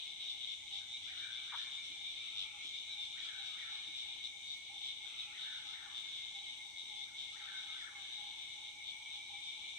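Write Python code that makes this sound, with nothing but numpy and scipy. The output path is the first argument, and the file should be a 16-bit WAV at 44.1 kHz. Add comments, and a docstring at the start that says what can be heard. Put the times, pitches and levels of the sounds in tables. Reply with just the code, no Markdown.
"""Pond at dusk

From the bank of a pond ringed by trees, stereo microphone facing the water. Treefrogs quack along
the near shore, click trains ringing their vocal sacs; one frog croaks close by, others honk from the
far bank. Crickets chirp, insects buzz, toads bleat and a distant nightjar whistles one phrase four
times. The trees smear every far call; under it all lie a low rumble and a faint motor."""
import sys
import numpy as np
from scipy import signal
from scipy.fft import rfft, irfft, next_fast_len
from scipy.io import wavfile

SR = 44100
rng = np.random.default_rng(int(sys.argv[2]) if len(sys.argv) > 2 else 0)


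def master(y):
    """Save y as 16-bit WAV."""
    cut = np.clip(np.atleast_2d(y).T, -1, 1)
    pcm = np.round(cut * 32767)  # scale
    wavfile.write(sys.argv[1], SR, pcm.astype(np.int16))


N = 431298
TIME = np.arange(N) / SR

# the loudest treefrog quacks: middle t/s, relative level/dB, length/s, left over right/dB
LOUD_QUACKS = [(0.247, -44.5, .14, 3.5), (.307, -40, 0.063, 6), (.5, -44, 0.11, 7), (.754, -42, .12, 4),
               (0.927, -44.5, 0.15, 0.5), (1.2, -44, 0.17, 3.5), (1.348, -45, 0.13, 3),
               (1.603, -42.5, 0.16, 3), (1.749, -45, .16, 4), (2.079, -44.5, .15, 2),
               (2.399, -40, 0.13, 2.5), (2.66, -45, 0.16, 2.5), (2.758, -44.5, .14, 3.5),
               (2.913, -44, .12, 3), (3.026, -42, 0.14, 3.5), (3.243, -45, .16, 4.5),
               (3.482, -44.5, .16, 4.5), (3.748, -45, 0.18, 2.5), (3.989, -43, 0.14, 3.5),
               (4.249, -40.5, 0.066, 5), (4.503, -44.5, 0.18, 4), (4.863, -42, .12, 3),
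               (5.203, -43, 0.12, 1.5), (5.438, -44.5, .15, 2.5), (5.554, -46, 0.17, 2),
               (5.704, -45, .13, 4), (5.973, -43.5, .11, 5.5), (6.168, -45.5, 0.15, 4),
               (6.358, -47, .14, 1), (6.791, -46, 0.12, 4.5), (6.993, -45, 0.16, 5), (7.205, -44, 0.13, 4),
               (7.588, -45.5, 0.13, 5), (7.794, -47, 0.15, 4), (8.153, -46.5, .17, 5.5),
               (8.889, -44, 0.081, 5.5), (9.149, -45.5, .11, 2), (9.474, -45.5, .15, 2.5)]
# the distant chorus: t/s, cricket f/Hz, cricket level/dB, relative treefrog level/dB
CHORUS = [(0, 2207, -59.5, -50.5), (1.5, 2212, -58.5, -51.5), (3, 2264, -56, -52.5),
          (4.3, 2249, -56.5, -51.5), (5.5, 2218, -59, -51.5), (7.3, 2227, -59.5, -54.5),
          (8.5, 2233, -56.5, -52.5), (9.8, 2241, -57.5, -52)]


def amp(db):
    """Decibels to gain."""
    return 10 ** (np.asarray(db) / 20)


def unit_rms(x):
    """Scales to rms 1."""
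    return x / np.sqrt(np.mean(x ** 2) + 1e-20)


def with_energy(x, length):
    """Scales each channel to the energy of length seconds at rms 1."""
    return x * np.sqrt(length * SR / (np.sum(x ** 2, 1, keepdims=True) + 1e-20))


def curves(rows, t):
    """Each column of a table, read at the times t."""
    s, *columns = np.transpose(rows)
    return [np.interp(t, s, c) for c in columns]


def add(mix, s, sound):
    """Mixes a sound in at s seconds."""
    at = round(s * SR)
    sound = sound[..., max(-at, 0):]
    part = mix[..., max(at, 0):][..., :sound.shape[-1]]
    part += sound[..., :part.shape[-1]]


def colour(x, points):
    """Filters by a spectrum (f/Hz, level/dB); rms 1."""
    size = next_fast_len(x.shape[-1])
    f, db = np.transpose(points)
    gain = amp(np.interp(np.log(np.fft.rfftfreq(size, 1 / SR) + 1), np.log(f), db))
    return unit_rms(irfft(rfft(x, size) * gain, size)[..., :x.shape[-1]])


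def wander(rate, t):
    """Random drift of about unit size, turning rate times a second."""
    return np.interp(t * rate, np.arange(4096), rng.standard_normal(4096))


def phase(hz):
    """Running angle of a pitch curve."""
    return 2 * np.pi * np.cumsum(hz) / SR


def pulses(rate):
    """One click for each cycle of a rate curve."""
    return np.diff(np.floor(np.cumsum(rate) / SR + rng.random()), prepend=0)


def ring(x, hz, width):
    """A resonance, width Hz wide, that follows the pitch curve hz."""
    turn = np.exp(1j * phase(hz))
    return (turn * signal.lfilter([1], [1, -np.exp(-np.pi * width / SR)], x / turn)).imag


def bell(t, middle, width):
    """A smooth bump of height 1."""
    return np.exp(-((t - middle) / width) ** 2)


def swell(t, length):
    """One smooth rise and fall, then silence."""
    return np.sin(np.pi * np.minimum(t / length, 1))


def note(hz, length, glide_hz_per_s, waver_hz):
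    """A short tone that glides and wavers, with silence after it."""
    t = np.arange(8192) / SR
    pitch = hz + glide_hz_per_s * (t - length / 2) + waver_hz * wander(208, t)
    return np.sqrt(2) * np.sin(phase(pitch)) * swell(t, length) ** 2


def pan(db):
    """Channel gains, the left louder by db."""
    return amp(np.array([[db], [-db]]) / 2)


def woods(x, t60, wet_db, left_lag=0, early_db=-3):
    """The path to the microphone: direct sound, quick echoes off ground and reeds, a tail from trees."""
    slots = np.arange(0, min(x.shape[-1], 2 * SR) - 16, 16)  # one echo in every 16 samples
    power = 0
    for decay, db in ((.07, early_db), (t60, wet_db)):
        fall = amp(-120 * slots / SR / decay)
        power = power + amp(db) ** 2 * fall / fall.sum()
    response = np.zeros((2, slots[-1] + 16))
    at = slots + rng.integers(0, 16, (2, len(slots)))
    np.put_along_axis(response, at, np.sqrt(power) * rng.choice([-1, 1], at.shape), 1)
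    response[0, left_lag] += 1  # the direct sound, left_lag samples late on the left
    response[1, 0] += 1
    response /= np.sqrt(1 + power.sum())
    return signal.fftconvolve(np.atleast_2d(x), response, axes=1)[:, :x.shape[-1]]


def lull(t):
    """Near 1 while the treefrogs ease off, else 0."""
    # brief lulls: middle t/s
    middles = [0.148, .64, .85, 2.53, 4.35, 4.63, 4.97, 5.3, 5.801, 7.1, 7.92, 8.78, 9.0]
    return sum(bell(t, s, .055) for s in middles)


def still_air():
    """Still air and a far rumble, heavier on the left."""
    # noise spectrum: f/Hz, level/dB
    spectrum = [(20, -34), (45, -4), (75, 3), (150, -1), (225, -7.5), (310, 0), (400, -7.5), (620, -9),
                (1000, -11), (1800, -14.5), (5000, -8), (10300, -36.5), (12000, -23), (15500, -23)]
    air = colour(rng.standard_normal((2, N)) + .37 * rng.standard_normal(N), spectrum)
    bass = signal.sosfilt(signal.butter(1, 450, fs=SR, output="sos"), air)
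    return amp(-70) * (air + bass * [[.35], [-.4]])


def far_motor(low_hz=97, upper_hz=260, upper_db=-10.5):
    """A distant motor drones on two slightly wavering tones."""
    # its low tone: t/s, level/dB
    levels = [(0, -90), (.55, -81), (.9, -73.5), (1.25, -74), (1.55, -86), (2.2, -78.5), (2.8, -85.5),
              (9.8, -87.5)]
    low, upper = (np.sin(phase(hz + 1.5 * wander(6, TIME))) for hz in (low_hz, upper_hz))
    return amp(curves(levels, TIME)[0]) * (low + amp(upper_db) * upper) * pan(4.6)


def insect_sizzle():
    """Many small insects merge into a high, flickering hiss."""
    # their spectrum: f/Hz, level/dB
    spectrum = [(3800, -26.5), (4500, -16.5), (5400, -8.5), (5800, 1), (6080, 1.5), (6350, -3), (6900, -11),
                (7500, -8), (8100, -4), (8450, -2.5), (8750, -10), (9200, -15), (9900, -33.5), (11000, -53)]
    hiss = colour(rng.standard_normal((2, N)), spectrum)
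    return hiss * amp(-63 + .5 * wander(14, TIME) - .85 * lull(TIME)) * pan(2.7)


def puffs(rows, spectrum):
    """Brief bursts of noise that die without ringing."""
    out, t = np.zeros(N), np.arange(SR // 4) / SR
    for s, db, decay in rows:
        add(out, s, amp(db) * colour(rng.standard_normal(len(t)), spectrum) * np.exp(-t / decay))
    return woods(out, t60=.3, wet_db=-19)


def ticks_and_bumps():
    """Small sounds close to the microphone, on the left."""
    # dry ticks: t/s, level/dB, decay/s
    tick_rows = [(4.46, -65, 0.0033), (4.574, -58, .003), (6.57, -65, 0.003), (6.664, -65, 0.0047),
                 (6.7, -69, 0.0098), (6.836, -72, .014), (7.075, -72, 0.012)]
    # soft low bumps: t/s, level/dB, decay/s
    bump_rows = [(1.9, -67, 0.035), (2.65, -63.5, 0.019), (3.88, -65, 0.022), (6.83, -65, 0.024)]
    ticks = puffs(tick_rows, [(1000, -15), (4000, -2), (10000, -6), (15000, -15)])
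    bumps = puffs(bump_rows, [(30, -25), (70, -6), (220, -10), (310, 4), (450, -20), (1500, -42)])
    return (ticks + bumps) * pan(5)


def click_bouts(rows, pulse_hz, body):
    """Fast, slightly uneven click trains through a resonant body, deep among the trees."""
    out = np.zeros(N)
    for s, length, db in rows:
        t = np.arange(int(length * SR)) / SR
        train = colour(pulses(pulse_hz * (1 + .06 * wander(90, t))), body)
        add(out, s, amp(db) * train * signal.windows.tukey(len(t), .4))
    return woods(out, t60=.63, wet_db=16)


def buzzing_insect():
    """A thin buzz: clicks through a narrow, high resonance."""
    # bouts: start t/s, length/s, level/dB
    bouts = [(.42, 0.65, -70.5), (1.58, .42, -72), (2.48, 0.43, -70), (3.02, .32, -71), (4.2, 0.38, -69.5),
             (5.92, 0.5, -70), (7.08, 0.36, -74), (7.88, 0.23, -74), (8.38, 0.38, -75), (9.57, 0.34, -70)]
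    body = [(5600, -32), (6350, -9.5), (6600, -2), (6750, -.5), (6920, .5), (7100, -15), (7600, -49)]
    return click_bouts(bouts, pulse_hz=140, body=body) * pan(2.2)


def rasping_insect():
    """Three short flares of clicks, lower than the buzz."""
    # flares: start t/s, length/s, level/dB
    flares = [(4.45, 0.062, -60), (6.65, 0.077, -67), (7.3, .16, -69)]
    body = [(3800, -31), (4400, 7), (5000, -8), (5600, -16), (6500, -38)]
    return click_bouts(flares, pulse_hz=180, body=body) * pan(1.5)


def far_toads():
    """Nasal bleats far off: fast pulses through two resonances."""
    # bleats: start t/s, length/s, level/dB
    bleats = [(2.13, .56, -60), (5.0, 0.38, -59)]
    body = [(900, -41), (1300, -10), (1700, -32), (2200, -9),
            (2530, -3), (2900, -10), (3500, -28), (5000, -53)]
    return click_bouts(bleats, pulse_hz=205, body=body) * pan(2.3)


def far_crickets(spread_hz=105, rise_hz=200, chirps_per_s=7.2, count=7):
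    """Crickets further off, each on its own pitch and beat, every chirp sliding upward."""
    out = np.zeros(N)
    middle_hz, db, _ = curves(CHORUS, TIME)
    for offset in np.linspace(-1, 1, count):
        rate = chirps_per_s * (1 + .08 * rng.standard_normal() + .06 * wander(3, TIME))
        beat = (np.cumsum(rate) / SR + rng.random()) % 1
        hz = middle_hz + spread_hz * offset + rise_hz * (beat - .5) + 18 * wander(2, TIME)
        out += np.sin(phase(hz)) * np.sin(np.pi * beat) ** 4
    return unit_rms(woods(out, t60=.79, wet_db=4)) * amp(db) * pan(-1.5)


def honk(hz):
    """A hollow note that sags in pitch and lingers over the water."""
    voice = np.pad(note(hz, length=.1293, glide_hz_per_s=-280, waver_hz=23), (0, SR // 4))
    return with_energy(woods(voice, t60=.52, wet_db=5.5, early_db=-7.5), .041)


def far_bank_frogs(loud_hz=818, soft_hz=837, soft_count=36):
    """Across the pond: loud honks, softer ones at loose intervals, and a crowd that slowly joins in."""
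    # the loud honks: middle t/s, relative level/dB
    loud_honks = [(.76, -66), (2.0, -69), (2.57, -66.5), (2.97, -67.5), (3.41, -65), (3.73, -66.5),
                  (4.09, -65.5), (4.73, -63.5), (5.02, -67.5), (5.3, -67.5), (5.7, -62), (5.86, -62),
                  (6.38, -63.5), (6.95, -61), (7.44, -62.5), (7.67, -68), (7.98, -63), (8.22, -59),
                  (8.6, -62), (8.78, -62.5), (9.18, -65.5), (9.34, -60.5)]
    out = np.zeros((2, N))
    for s, db in loud_honks:
        add(out, s - .075, amp(db + 1) * honk(loud_hz + 9 * rng.standard_normal()))
    for k, (late, high, strong) in enumerate(rng.standard_normal((soft_count, 3))):
        s = (k + .25 * late) * N / SR / soft_count
        add(out, s, amp(-71.5 + .5 * strong) * honk(soft_hz + 22 * high))
    spectrum = [(700, -33.5), (790, -.5), (860, 4.5), (940, -5), (1050, -10), (1300, -24.5), (1800, -41)]
    crowd = colour(rng.standard_normal((2, N)) + .46 * rng.standard_normal(N), spectrum)
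    crowd *= amp(np.interp(TIME, [0, 6, 9.8], [-80, -73, -71]) + 2 * wander(8, TIME))
    return (out + crowd) * pan(1.5)


def nightjar(rest_hz=1248, burr=.0601, hoarse=.45, burr_hz=420, overhang=1.085):
    """A distant burry whistle, a soft cluck and two slurs, smeared by the trees and the far bank."""
    # swoops from the resting pitch: t/s into the phrase, peak f/Hz, half length/s, level/dB
    swoops = [(0.089, 1650, .016, -8.5), (0.381, 2203, .026, 2), (.478, 1700, .026, 2.5),
              (.535, 1570, .038, 2.5), (.59, 1560, .022, -10.5), (.72, 1270, .03, -5), (.79, 2230, .028, 3),
              (.864, 1750, .018, 3.5), (.935, 1080, .034, -9)]
    # phrases: start t/s, relative level/dB
    phrases = [(.726, -55), (2.81, -55.5), (4.975, -55.5), (7.0, -54)]
    out, t = np.zeros((2, N)), np.arange(SR) / SR
    hz = rest_hz + sum((top - rest_hz) * bell(t, s, width) for s, top, width, _ in swoops)
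    # the voice lasts a little longer than each swoop
    envelope = np.sqrt(sum(amp(db) ** 2 * bell(t, s, overhang * width) for s, _, width, db in swoops))
    for s, db in phrases:
        whistle = np.sin(phase(hz * (1 + burr * wander(burr_hz, t))))
        roughness = unit_rms(1 + hoarse * wander(burr_hz, t))
        song = np.pad(amp(db - 1) * envelope * whistle * roughness, (0, SR))
        trees = woods(song, t60=.53, wet_db=11.5, early_db=6.5)
        far_bank = amp(-8) * woods(song, t60=2.25, wet_db=20)
        add(out, s, trees + far_bank)
    return out * pan(4.5)


def near_cricket(scatter_hz=12, spread_db=.9):
    """The nearest cricket: even runs of chirps that slide upward."""
    # runs: first chirp t/s, end t/s, beat/s, relative level/dB
    runs = [(.96, 2.26, 0.14, -52), (2.47, 3.05, 0.15, -54), (3.12, 4.14, 0.13, -58),
            (4.31, 5.85, .178, -59), (6.07, 8.06, .136, -50.5), (8.19, 8.68, 0.17, -56),
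            (8.79, 9.78, 0.14, -49)]
    # its drifting pitch: t/s, f/Hz
    pitch = [(1, 2330), (2.2, 2325), (4.1, 2302), (5.2, 2233), (6.1, 2152), (7, 2180), (7.9, 2172),
             (8.8, 2283), (9.8, 2322)]
    out = np.zeros((2, N))
    for first, end, beat, db in runs:
        for s in np.arange(first, end, beat):
            high, strong = rng.standard_normal(2)
            hz = curves(pitch, s)[0] + scatter_hz * high
            chirp = note(hz, length=.0763, glide_hz_per_s=1080, waver_hz=26)
            heard = with_energy(woods(chirp, t60=.53, wet_db=1, early_db=-5), .028)
            add(out, s - .038, amp(db - 1.5 + spread_db * strong) * heard)
    return out * pan(1.2)


def small_cricket(hz=5700, start_s=.25, end_s=4.65, beat_s=.268):
    """A small cricket near by gives thin, falling chirps on an even beat, then stops."""
    out = np.zeros((2, N))
    for s in np.arange(start_s, end_s, beat_s):
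        chirp = note(hz, length=.075, glide_hz_per_s=-1500, waver_hz=130)
        gain = amp(-65.5 + .9 * rng.standard_normal())
        add(out, s - .04, gain * woods(chirp, t60=.42, wet_db=-5.5, early_db=-5))
    return out * pan(3)


def close_croak(pulse_hz=245):
    """A few uneven pulses ring the throat of a frog on the near bank."""
    # the croak: t/s, level/dB, factor on the throat's frequencies
    contour = [(1.52, -60, 1.4), (1.524, -55, 1.27), (1.532, -49.5, 1.05), (1.539, -47, 0.97),
               (1.552, -43.5, 1.01), (1.557, -54, 1.2), (1.564, -60, 1.2)]
    # throat resonances: f/Hz at factor 1, width/Hz, level/dB
    throat = [(940, 135, 8), (1200, 200, -11), (1560, 220, -7)]
    out, t = np.zeros(N), np.arange(contour[0][0], contour[-1][0], 1 / SR)
    db, tuning = curves(contour, t)
    clicks = pulses(pulse_hz * (1 + .13 * wander(250, t)))
    voice = sum(amp(mode_db) * ring(clicks, hz * tuning, width) for hz, width, mode_db in throat)
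    voice = colour(voice, [(400, -34), (750, -8.5), (1600, 13), (2000, -18), (3000, -20)])
    add(out, t[0], amp(db) * voice)
    return woods(out, t60=.45, wet_db=-11.5, early_db=-12) * pan(5.5)


def far_treefrogs():
    """Many treefrogs, blurred by distance into a dense patter."""
    clicks = rng.standard_normal((2, N)) * (rng.random((2, N)) < 1 / 12)
    sac = [(1800, -35.5), (2400, -13.5), (2700, -17), (2950, -6.5), (3300, -4),
           (3650, .5), (3950, -4.5), (4250, -18.5), (4800, -28.5), (7000, -50)]
    db = curves(CHORUS, TIME)[2] + 1.47 + 2 * wander(12, TIME) - 4 * lull(TIME)
    return colour(clicks, sac) * amp(db) * pan(3)


def quack(length, wet_db, early_db, pulse_hz=122, sac_hz=3650, sac_width_hz=230):
    """A swelling train of clicks; the vocal sac rings after each, its pitch shifting as it stretches."""
    # spectrum of the clicks: f/Hz, level/dB
    rasp = [(1900, -46.5), (2500, -25), (2900, -10.5), (3300, -4), (3650, -0.5), (3900, 4.5), (4150, -4),
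            (4500, -17.5), (5300, -18), (5750, -19), (6600, -27.5), (7600, -27), (9000, -34),
            (10500, -57.5)]
    t = np.arange(int(length * SR)) / SR
    clicks = pulses(pulse_hz * np.exp(.18 * rng.standard_normal() + .15 * wander(100, t)))
    sac = ring(clicks, sac_hz + 25 * rng.standard_normal() + 85 * wander(33.8, t), sac_width_hz)
    sac = colour(sac, [(2000, -23.5), (3200, -10.5), (3900, 7), (4500, -16.5), (7000, -32)])
    call = (sac + amp(-3) * colour(clicks, rasp)) * swell(t, length)
    call = np.pad(call, (0, 16384 - len(t)))  # room for the echoes
    lag = rng.choice((22, 6, 22, 48))  # places along the shore
    return with_energy(woods(call, t60=.44, wet_db=wet_db, left_lag=lag, early_db=early_db), length)


def soft_treefrogs(turn_s=.125, length_s=.15, jitter_s=.012, fade_db_per_s=.45):
    """Neighbours take turns in the gaps that the loud frogs leave, and slowly tire."""
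    out = np.zeros((2, N))
    loud_times = [-turn_s / 2] + [row[0] for row in LOUD_QUACKS] + [N / SR + turn_s / 2]
    for before, after in zip(loud_times, loud_times[1:]):
        for s in np.linspace(before, after, round((after - before) / turn_s) + 1)[1:-1]:
            late, strong, left = rng.standard_normal(3)
            db = -50.5 - fade_db_per_s * s - 9 * lull(s) + .4 * strong
            call = amp(db) * pan(3.5 + left) * quack(length_s, wet_db=2.5, early_db=5)
            add(out, s + jitter_s * late - length_s / 2, call)
    return out


def loud_treefrogs():
    """The loudest treefrogs quack along the near shore, left of centre."""
    out = np.zeros((2, N))
    for s, db, length, side_db in LOUD_QUACKS:
        add(out, s - length / 2, amp(db - 3.5) * pan(side_db) * quack(length, wet_db=2, early_db=3.6))
    return out


def scene():
    """The whole pond as it reaches the microphone."""
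    frogs = loud_treefrogs() + soft_treefrogs() + far_treefrogs() + far_bank_frogs() + close_croak()
    crickets = near_cricket() + small_cricket() + far_crickets()
    far_callers = far_toads() + buzzing_insect() + rasping_insect() + nightjar()
    background = still_air() + insect_sizzle() + far_motor() + ticks_and_bumps()
    return frogs + crickets + far_callers + background


def record(dry):
    """The recorder's band limit, a steep low-pass at 15.7 kHz."""
    lowpass = signal.firwin(511, 15700, window=("kaiser", 9), fs=SR)
    return signal.oaconvolve(dry, lowpass[None], "same")


dry = scene()
out = record(dry)
master(out)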